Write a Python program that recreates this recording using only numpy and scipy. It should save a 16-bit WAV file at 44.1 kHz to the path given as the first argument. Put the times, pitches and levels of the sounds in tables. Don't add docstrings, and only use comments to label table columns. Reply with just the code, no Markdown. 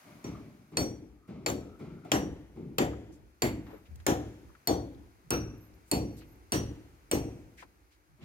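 import sys
import numpy as np
from scipy import signal
from scipy.fft import rfft, irfft, next_fast_len
from scipy.io import wavfile
from scipy.ndimage import map_coordinates

SR = 44100
rng = np.random.default_rng(int(sys.argv[2]) if len(sys.argv) > 2 else 0)


def store_pcm(level_fs):
    pcm = np.round(np.clip(level_fs, -1, 1) * 32767).astype(np.int16)
    wavfile.write(sys.argv[1], SR, np.atleast_2d(pcm).T)


N = 363384

# t/s, wash EQ at 12 kHz/dB, wash EQ at 1.5 kHz/dB, ring length/factor,
# left minus right/dB, standing waves/dB, 3 x wall knock/dB, clack Q, boom/dB, wash/dB, clack/dB,
# clack f/Hz, spit/dB, spit f/Hz, boom EQ from 900 Hz up/dB, 6 x ring group/dB
BLOWS = [(0.242, -3, -2, 0.73, 0, -45, -58, -48, -52, 6.6, -49, -57, -48, 2220, -46, 7500, -25.5, -66, -49, -58.5, -67, -65, -68),
         (0.77, 3, -4.5, 0.97, 0.94, -48.5, -27.5, -38, -49, 6, -32, -40.5, -21, 2440, -20.5, 8330, -4, -32, -36, -36, -28.5, -40, -58),
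         (1.462, 2, 1, .9, 1, -43.5, -31, -44, -61, 8.8, -35, -36.5, -20.5, 2350, -27, 11000, -1, -39, -50, -36, -46, -43.5, -50),
         (2.117, -0.5, 0.5, 0.75, 0.02, -43.5, -29, -40, -56, 2.9, -28.5, -35, -14.5, 2700, -26.5, 11000, 0, -46, -39.5, -34, -45, -40, -44),
         (2.783, -2.5, 1, 0.88, 0.7, -38.5, -20, -27, -37, 2.8, -30, -35.5, -19, 2950, -15, 14200, 3.5, -52, -59, -41, -68, -49, -56),
         (3.42, 2, 4.5, 0.58, -1, -38, -27, -31.5, -45.5, 6, -34, -33.5, -18.5, 2200, -22, 11530, -31.5, -37.5, -70, -29.5, -50, -34, -49),
         (4.065, -2, 0, 0.52, 0.064, -34.5, -23, -23, -24, 7.6, -31, -34.5, -19, 1740, -12, 7090, 8.5, -68, -42, -39, -46, -79, -53),
         (4.673, 2.5, -2, 0.67, 0.93, -35.5, -24, -29.5, -31, 6, -30, -40, -28.5, 1845, -12.5, 13700, 7.5, -32, -39, -32.5, -33, -39, -54),
         (5.305, 2, 5, 1.1, -0.12, -34, -31, -31.5, -33, 9.8, -33, -35.5, -29, 2680, -13.5, 8780, -9.5, -49, -36.5, -51, -62, -45, -68),
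         (5.914, 1.5, -3, 1.44, -0.66, -34.5, -25.5, -30.5, -50, 6, -31, -39, -28, 2570, -9, 8470, -0.5, -33.5, -46, -42, -32, -42, -62),
         (6.52, 0.5, -0.5, 0.89, -0.24, -34.5, -30, -56, -38, 8.1, -32, -36, -30.5, 2620, -13.5, 8500, -4, -44.5, -35.5, -60, -29.5, -42, -67),
         (7.113, 2.5, -1.5, 1.05, -0.057, -34.5, -23.5, -45, -39, 6, -31, -36, -25, 2730, -14, 8420, -2.5, -43.5, -42, -46.5, -40, -45, -61.5)]
# t/s, level/dB, f/Hz
REBOUNDS = [(.808, -40, 6350), (1.5, -26.5, 6540), (2.154, -35.5, 6400), (2.819, -37, 6630),
            (3.452, -47, 6400), (4.096, -32.5, 6270), (4.707, -43, 7250), (5.336, -38, 4500),
            (7.148, -34, 13600)]
def hammer():
    out, pan_db = np.zeros((2, N)), np.zeros(N)
    for blow in BLOWS:
        s, top_db, mid_db, ring_length, left_db, deep_db = blow[:6]
        knock_db, ring_db = blow[6:9], blow[17:]
        clack_q, boom_db, wash_db, clack_db, clack_hz, spit_db, spit_hz, edge_db = blow[9:17]
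        clack = lambda f: abs(resonance(f, clack_hz, clack_q)) ** 2
        spit = lambda f: abs(resonance(f, spit_hz, 38)) ** 2
        add(out, s, crack(clack, clack_db, spit, spit_db))
        ring = steel_ring(ring_db, ring_length)
        add(out, s, spread(ring, 0.408, 0.49))
        add(out, s, amp(-9.5) * ring_reflections(ring))
        add(out, s, standing_waves(deep_db))
        add(out, s, wall_knocks(knock_db) + amp(boom_db - 13) * thump())
        add(out, s, amp(boom_db) * room_boom(edge_db))
        add(out, s, amp(wash_db) * room_wash(mid_db, top_db, clack, spit))
        pan_db[round(s * SR):] = left_db
    for s, db, hz in REBOUNDS:
        add(out, s, amp(db) * burst(lambda f: resonance(f, hz, 8.3) ** 2, t60=.016))
    return out * amp(pan_db * [[.5], [-.5]])


# f/Hz, level/dB
CLACK_EQ = [(200, -24), (400, -1), (900, -3.5), (1500, -12), (4000, -15), (7000, -16), (10000, -26)]
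# f/Hz, level/dB
SPIT_EQ = [(2000, -26), (5000, -33), (7500, 0), (11000, -9), (14000, -6), (16500, -13.5)]
def crack(clack, clack_db, spit, spit_db):
    stone = burst(lambda f: amp(curve(CLACK_EQ, f)) + amp(-6.5) * clack(f), t60=0.034)
    steel = burst(lambda f: amp(curve(SPIT_EQ, f)) + amp(11.5) * spit(f), t60=0.011)
    return amp(clack_db) * stone + amp(spit_db) * steel


# f/Hz, level/dB, base t60/s, ring group
STEEL_MODES = [(4393, 5, .11, 0), (4548, 2, .11, 4), (4470, -6, .06, 0), (4650, -8, .07, 4),
               (5830, 3, .34, 1), (7208, 2, .07, 2), (7252, 1, .18, 2), (8620, -4, .06, 3),
               (8760, -7, .05, 3), (8240, -7, .05, 3), (9150, -7, .05, 3), (10600, 0, .1, 5)]
GROUP_RISE_S, GROUP_LENGTH = (.0002, .0018, .0002, .0002, .00025, .0003), (1.3, 1.1, 1, .73, 1.7, 1.2)
def steel_ring(group_db, length):
    t = np.arange(SR * 2 // 5) / SR
    ring = 0
    for hz, db, t60, group in STEEL_MODES:
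        level_db = group_db[group] + db + rng.normal(0, 0.89)
        decay = amp(level_db - 60 * t / (t60 * length * GROUP_LENGTH[group]))
        waver = np.cumsum(rng.standard_normal(len(t))) * .0065 + rng.random()
        ring += decay * np.sin(2 * np.pi * (hz * t + waver)) * attack(t, GROUP_RISE_S[group])
    clink = amp(0.5 - 60 * t / 0.022)
    return ring * (1 + clink)


def ring_reflections(ring):
    walls = reverb(lambda f: f > 3000, rise_s=0.0027, stretch=0.85, lead_ms=0, size=SR // 3)
    return signal.fftconvolve(ring[None], walls / np.linalg.norm(walls[0]), axes=1)


# t/s, level/dB
SLAPS = [(.001, 2), (0.022, 4.5), (.04, -2.5), (.058, -3), (0.089, -15)]
# f/Hz, width/Hz, level/dB
THUMP_RESONANCES = [(202, 110, 1), (287, 30, -8.5), (354, 28, -13), (462, 40, -12), (568, 35, -19.5),
                    (695, 27, -12.5), (880, 60, -21)]
def thump():
    push = np.zeros((2, SR // 4))
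    for delay, db in SLAPS:
        push[0, round(delay * SR)] = -amp(db + rng.normal(0, 0.95))
    body = lambda f: sum((-1) ** k * amp(db) * resonance(f, hz, hz / width) * np.sqrt(hz / width)
                         for k, (hz, width, db) in enumerate(THUMP_RESONANCES))
    return unit_onset(stereo(filtered(push, body), 0.72, [(1, 1)]))


# f/Hz, level/dB
BOOM_EQ = [(18, -60), (33, -33), (60, -8.5), (173, -7.5), (204, -6), (232, -8), (302, 2), (386, -7.5),
           (493, -6), (640, -12.5), (742, -8), (1140, -25), (1500, -29.5), (1950, -57.5), (3300, -120)]
def room_boom(edge_db):
    colour = lambda f: amp(curve(BOOM_EQ, f) + curve([(350, 0.021), (900, edge_db)], f))
    return reverb(colour, rise_s=0.011, stretch=1, lead_ms=0.3, size=2 * SR // 3)


# f/Hz, level/dB
WASH_EQ = [(530, -6), (900, -8), (1410, -15.5), (2190, -17.5), (2970, -21), (5130, -24.5), (5650, -19.5),
           (9780, -19.5), (13700, -11), (15900, -17.5), (16500, -50)]
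# f/Hz, level/dB
WASH_TILT = [(3000, 2), (6500, -1.5), (13000, -12.5)]
def room_wash(mid_db, top_db, clack, spit):
    short = SR // 3
    bands_db = 2.7 * rng.standard_normal(size=48)
    blow_eq = [(1500, mid_db), (4500, 0.0029), (7000, 0), (12000, top_db)]
    def colour(f):
        db = curve(WASH_EQ, f) + curve(WASH_TILT, f) + curve(blow_eq, f)
        return amp(db + map_coordinates(bands_db, [f / 480])) * (1 + 0.84 * clack(f) + .9 * spit(f))
    dulled = lambda f: colour(f) / (1 + (f / 9000) ** 2)
    gate = .5 - .5 * np.tanh((np.arange(short) / SR - 0.066) / 0.0093)
    near = reverb(colour, rise_s=.004, stretch=0.79, lead_ms=.3, size=short)
    facing = amp(-5) * reverb(colour, rise_s=0.0052, stretch=0.66, lead_ms=0.27, size=short) * gate
    wash = amp(-13) * reverb(dulled, rise_s=0.0048, stretch=2.5, lead_ms=0.11, size=2 * short)
    add(wash, 0, near)
    add(wash, .018, facing)
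    return wash


# f/Hz, t60/s, level/dB
ROOM_MODES = [(47.6, .4, -10.5), (55.7, 0.5, -0.5), (72, 0.45, 6), (108.7, 0.57, 3), (135, 0.43, 0.5),
              (182, 0.12, 2)]
def standing_waves(db):
    t = np.arange(SR * 2 // 3) / SR
    in_phase_s = .059
    waves = -sum(amp(db + level - 60 * t / t60) * np.cos(2 * np.pi * hz * (t - in_phase_s))
                 for hz, t60, level in ROOM_MODES)
    return spread(3 * waves * attack(t, 0.064) ** 2, .37, 0.85)


WALL_DELAY_S, WALL_HZ, WALL_Q = (.0235, .0405, .06), (339, 316, 300.5), (1.1, 2.2, 1)
def wall_knocks(levels_db):
    t = np.arange(SR // 4) / SR
    pulses = sum(amp(db) * 2 * np.cos(2 * np.pi * hz * (t - s)) * np.exp(-2 * ((t - s) * hz / q) ** 2)
                 for db, s, hz, q in zip(levels_db, WALL_DELAY_S, WALL_HZ, WALL_Q))
    return spread(pulses, .4, 1)


# t/s, boom/dB, clatter/dB, rise/s
FAR_KNOCKS = [(0, -59, -64.5, 0.09), (.24, -41, -55, 0.0025), (0.714, -44.5, -62, 0.012),
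              (1.274, -44, -60.5, 0.016), (1.79, -43.5, -59, 0.012), (2.045, -52, -59, 0.0036),
              (2.553, -42.5, -66.5, 0.013), (8.17, -55.5, -67.5, 0.07)]
# f/Hz, level/dB
FAR_BOOM_EQ = [(18, -33), (30, -36), (81, -5), (146, 2), (202, 1.5), (247, 1), (394, -3), (596, -21),
               (900, -21.5), (1170, -49), (1980, -120)]
# f/Hz, level/dB
CLATTER_EQ = [(350, -54), (600, 3), (661, -3.5), (919, -5.5), (1100, -5.5), (1350, -9.5), (1700, -18),
              (2210, -8), (2720, -16.5), (5330, -24), (7620, -30), (14300, -56), (16000, -66)]
def far_knocks():
    out = np.zeros((2, N))
    for s, boom_db, clatter_db, rise_s in FAR_KNOCKS:
        boom = reverb(lambda f: amp(curve(FAR_BOOM_EQ, f)), rise_s, stretch=1.76, lead_ms=0.31)
        clatter = reverb(lambda f: amp(curve(CLATTER_EQ, f)), rise_s / 2, stretch=2.8, lead_ms=0.055)
        puff = burst(lambda f: resonance(f, 8000, 0.55) ** 2, t60=0.22)
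        add(out, s, amp(boom_db) * boom + amp(clatter_db) * clatter)
        add(out, s, amp(clatter_db - 11) * puff)
    return out


# t/s, level/dB, f/Hz, Q
TICKS = [(1.311, -52, 696, 1.7), (2.047, -42.5, 716, 7.3), (2.93, -46, 1290, 2.6), (3.086, -41, 323, 5.7),
         (3.665, -50, 1010, 0.56), (3.725, -41, 430, 2.4), (3.875, -31, 69.5, 2.1), (3.931, -41, 80, 1.7),
         (3.957, -51.5, 4500, 0.17), (3.958, -51, 7850, 6.1), (3.999, -53, 1520, 0.41),
         (4.492, -55, 1150, 4.8), (4.55, -52.5, 1480, 1.7), (4.946, -59, 3800, 2.8),
         (5.239, -44.5, 146, 4.7), (5.738, -63, 4800, 3), (6.217, -55, 1500, 0.86),
         (7.623, -41, 1000, 0.96), (7.623, -53.5, 319, 2.1), (8.084, -53, 120, 2.6), (8.211, -37, 106, 2)]
def grit_ticks():
    out, t = np.zeros((2, N)), np.arange(SR // 4) / SR
    for s, db, hz, q in TICKS:
        t60 = 0.069 * (1000 / hz) ** 0.73
        add(out, s, noise_band(hz, q, len(t)) * attack(t, 3 / hz) * amp(db - 60 * t / t60))
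    return out


# t/s, length/s, level/dB, f/Hz, Q
SCUFFS = [(0.334, 0.091, -56, 1217, 6.4), (3.116, 0.068, -68, 6250, 1), (3.85, 0.034, -65.5, 2600, 1),
          (3.668, 0.14, -56, 714, 0.56), (5.858, 0.083, -69, 9000, 0.72), (6.164, 0.056, -61.5, 5600, 0.65),
          (6.168, 0.087, -67, 4200, 4), (6.2, 0.062, -64, 2500, 2.4), (7.576, 0.063, -54, 2050, 2.4),
          (7.57, 0.082, -60, 4500, 0.7), (7.905, 0.07, -69.5, 2710, 0.5), (8.206, 0.1, -61.5, 2480, 0.95)]
def scuffs():
    out, t = np.zeros((2, N)), np.arange(SR // 4) / SR
    for s, length, db, hz, q in SCUFFS:
        add(out, s, noise_band(hz, q, len(t)) * swell(t, length) * amp(db + 1.2 * wobble(t, 150, 48)))
    return out


# t/s, length/s, level/dB
SQUEAKS = [(3.63, 0.25, -72.5), (5.574, 0.02, -69), (5.594, 0.12, -66), (5.74, 0.03, -73),
           (6.108, 0.15, -67), (6.26, 0.12, -69)]
SQUEAK_HZ = 12850
def squeak():
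    out, t = np.zeros((2, N)), np.arange(SR // 4) / SR
    for s, length, db in SQUEAKS:
        stutter_db = 3 * wobble(t, 60, 24)
        hz = SQUEAK_HZ + 130 * wobble(t, 50, 24)
        tone = .5 * np.sin(2 * np.pi * np.cumsum(hz) / SR) + .6 * noise_band(SQUEAK_HZ, 45, len(t))
        add(out, s, tone * swell(t, length) * amp(db + stutter_db) * [[.6], [1.5]])
    return out


# t/s, f/Hz, level/dB
WHINE = [(1.1, 1220, -90), (1.25, 1242, -70), (1.7, 1297, -64), (2.05, 1396, -63), (2.3, 1400, -93)]
def far_whine():
    s, hz, db = np.transpose(WHINE)
    t = np.arange(N) / SR
    rough = unit(noise(lambda f: 1 / (1 + (f / 95) ** 2), N))
    tone = rough * np.sin(2 * np.pi * np.cumsum(np.interp(t, s, hz)) / SR)
    return stereo(tone, .1, [(1, 0.55)]) * amp(np.interp(t, s, db, left=-120, right=-120))


# f/Hz, level/dB
RUMBLE_EQ = [(15, -66.5), (25, -17.5), (37, -8), (59, 0.5), (82, -10.5), (230, -31), (306, -15),
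             (609, -37.5), (900, -34), (1170, -55.5), (1980, -120)]
# f/Hz, level/dB
HISS_EQ = [(290, -44), (500, -2.5), (1540, 0), (1750, -3), (2300, -3), (2900, -10), (3550, -12.5),
           (4230, -10.5), (4880, -11), (5800, -11.5), (6510, -10), (7420, -17), (9480, -14), (14400, -15),
           (15900, -20)]
# t/s, level/dB
HISS_RIDE = [(0, -60), (.5, -67.5), (1.3, -75.5), (1.6, -70.5), (3.2, -72), (4.2, -66.5), (5.4, -69),
             (6.1, -67), (7.4, -67.5), (7.9, -71.5), (8.24, -73)]
REST_DB, STIR_DB, STIR_FALL_DB_PER_S = -72, -14, 31
def hush():
    t = np.arange(N) / SR
    stirred = 0
    for blow in BLOWS:
        age, boom_db = (t - blow[0]).clip(0), blow[10]
        stirred += amp(boom_db + STIR_DB - STIR_FALL_DB_PER_S * age) * attack(age, 0.066)
    lumps = amp(3 * wobble(t, 11, 128))
    rumble = stereo(noise(lambda f: amp(curve(RUMBLE_EQ, f)), N), -0.042, [(60, 0.77), (600, 0.62)])
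    hiss = stereo(noise(lambda f: amp(curve(HISS_EQ, f)), N), -0.41, [(1000, 0.52), (10000, 0.079)])
    ride = amp(np.interp(t, *np.transpose(HISS_RIDE)))
    return (amp(REST_DB) + stirred) * lumps * unit(rumble) + ride * unit(hiss)


# f/Hz, base t60/s
ROOM_DECAY = [(50, 0.76), (130, 0.77), (350, 0.59), (920, 0.31), (2400, 0.38), (6400, 0.38), (15000, 0.31)]
# f/Hz, left-right likeness/0-1
ROOM_LIKENESS = [(60, 0.91), (300, 1), (800, 0.86), (2000, 0.49), (8000, 0.2)]
def reverb(colour, rise_s, stretch, lead_ms, size=SR):
    hz, t, spectrum = signal.stft(rng.standard_normal((2, size)), SR, nperseg=256)
    decay = amp(-60 * t / (stretch * curve(ROOM_DECAY, hz))[:, None])
    tail = signal.istft(spectrum * decay, SR, nperseg=256)[1][:, :size]
    tail = stereo(filtered(tail, colour), lead_ms, ROOM_LIKENESS)
    return unit_onset(tail * attack(np.arange(size) / SR, rise_s) ** 2)


def burst(colour, t60):
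    t = np.arange(SR // 8) / SR
    snap = stereo(noise(colour, len(t)), 0.405, [(1000, 0.96), (10000, 0.12)])
    return unit(snap) * attack(t, 0.00069) ** 2 * amp(-60 * t / t60)


def noise_band(hz, q, size):
    band = noise(lambda f: resonance(f, hz, q) ** 2, size)
    return unit(stereo(band, 0.09, [(300, 0.34), (3000, 0.28), (12000, 0.11)]))


def stereo(pair, lead_ms, likeness):
    angle = lambda f: np.arccos(np.clip(curve(likeness, f), 0, 1)) / 2
    mid, side = filtered(pair, lambda f: np.array([np.cos(angle(f)), np.sin(angle(f))]))
    lead = lambda f: np.exp(1j * np.pi * f * lead_ms / 1000 * np.array([[1], [-1]]))
    return filtered(np.array([mid + side, mid - side]), lead)


def spread(mono, lead_ms, trim):
    return stereo(np.array([mono, 0 * mono]), lead_ms, [(1, trim)])


def filtered(x, response):
    size = next_fast_len(x.shape[-1] + 4096)
    return irfft(rfft(x, size) * response(np.fft.rfftfreq(size, 1 / SR)), size)[..., :x.shape[-1]]


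def noise(colour, size):
    return filtered(rng.standard_normal((2, size)), colour)


def resonance(f, hz, q):
    return 1j * f * hz / q / (hz * hz - f * f + 1j * f * hz / q)


def curve(points, hz):
    f, value = np.transpose(points)
    return np.interp(np.log(hz + 1), np.log(f + 1), value)


def wobble(t, rate_hz, points):
    return map_coordinates(rng.standard_normal(size=points), [t * rate_hz])


def attack(t, rise_s):
    return 1 - np.exp(-t / rise_s)


def swell(t, length):
    return np.sin(np.pi * np.clip(t / length, 0, 1) ** 0.7)


def amp(db):
    return 10 ** (np.asarray(db) / 20)


def unit(x):
    return x / np.sqrt(np.mean(x ** 2) + 1e-20)


def unit_onset(x):
    return x / np.sqrt(np.mean(x[:, :SR // 10] ** 2))


def add(out, s, x):
    i = round(s * SR)
    out[:, i:i + x.shape[1]] += x[:, :N - i]


def scene():
    return hammer() + far_knocks() + grit_ticks() + scuffs() + squeak() + far_whine() + hush()


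# f/Hz, left minus right/dB
PORT_EQ = [(60, 0), (200, 1), (700, 3.5), (1300, 3.5), (2400, 0), (5000, 1.5), (8500, -1.5), (11500, 2.5),
           (15000, -2.5)]
LOW_CUT_HZ, HIGH_CUT_HZ = 33.8, 16100
def record(dry):
    colour = lambda f: amp(curve(PORT_EQ, f) * [[.5], [-.5]])
    low_cut = lambda f: (1j * f / (LOW_CUT_HZ + 1j * f)) ** 4
    return filtered(dry, lambda f: colour(f) * low_cut(f) / (1 + (f / HIGH_CUT_HZ) ** 120))


dry = scene()
out = record(dry)
store_pcm(out)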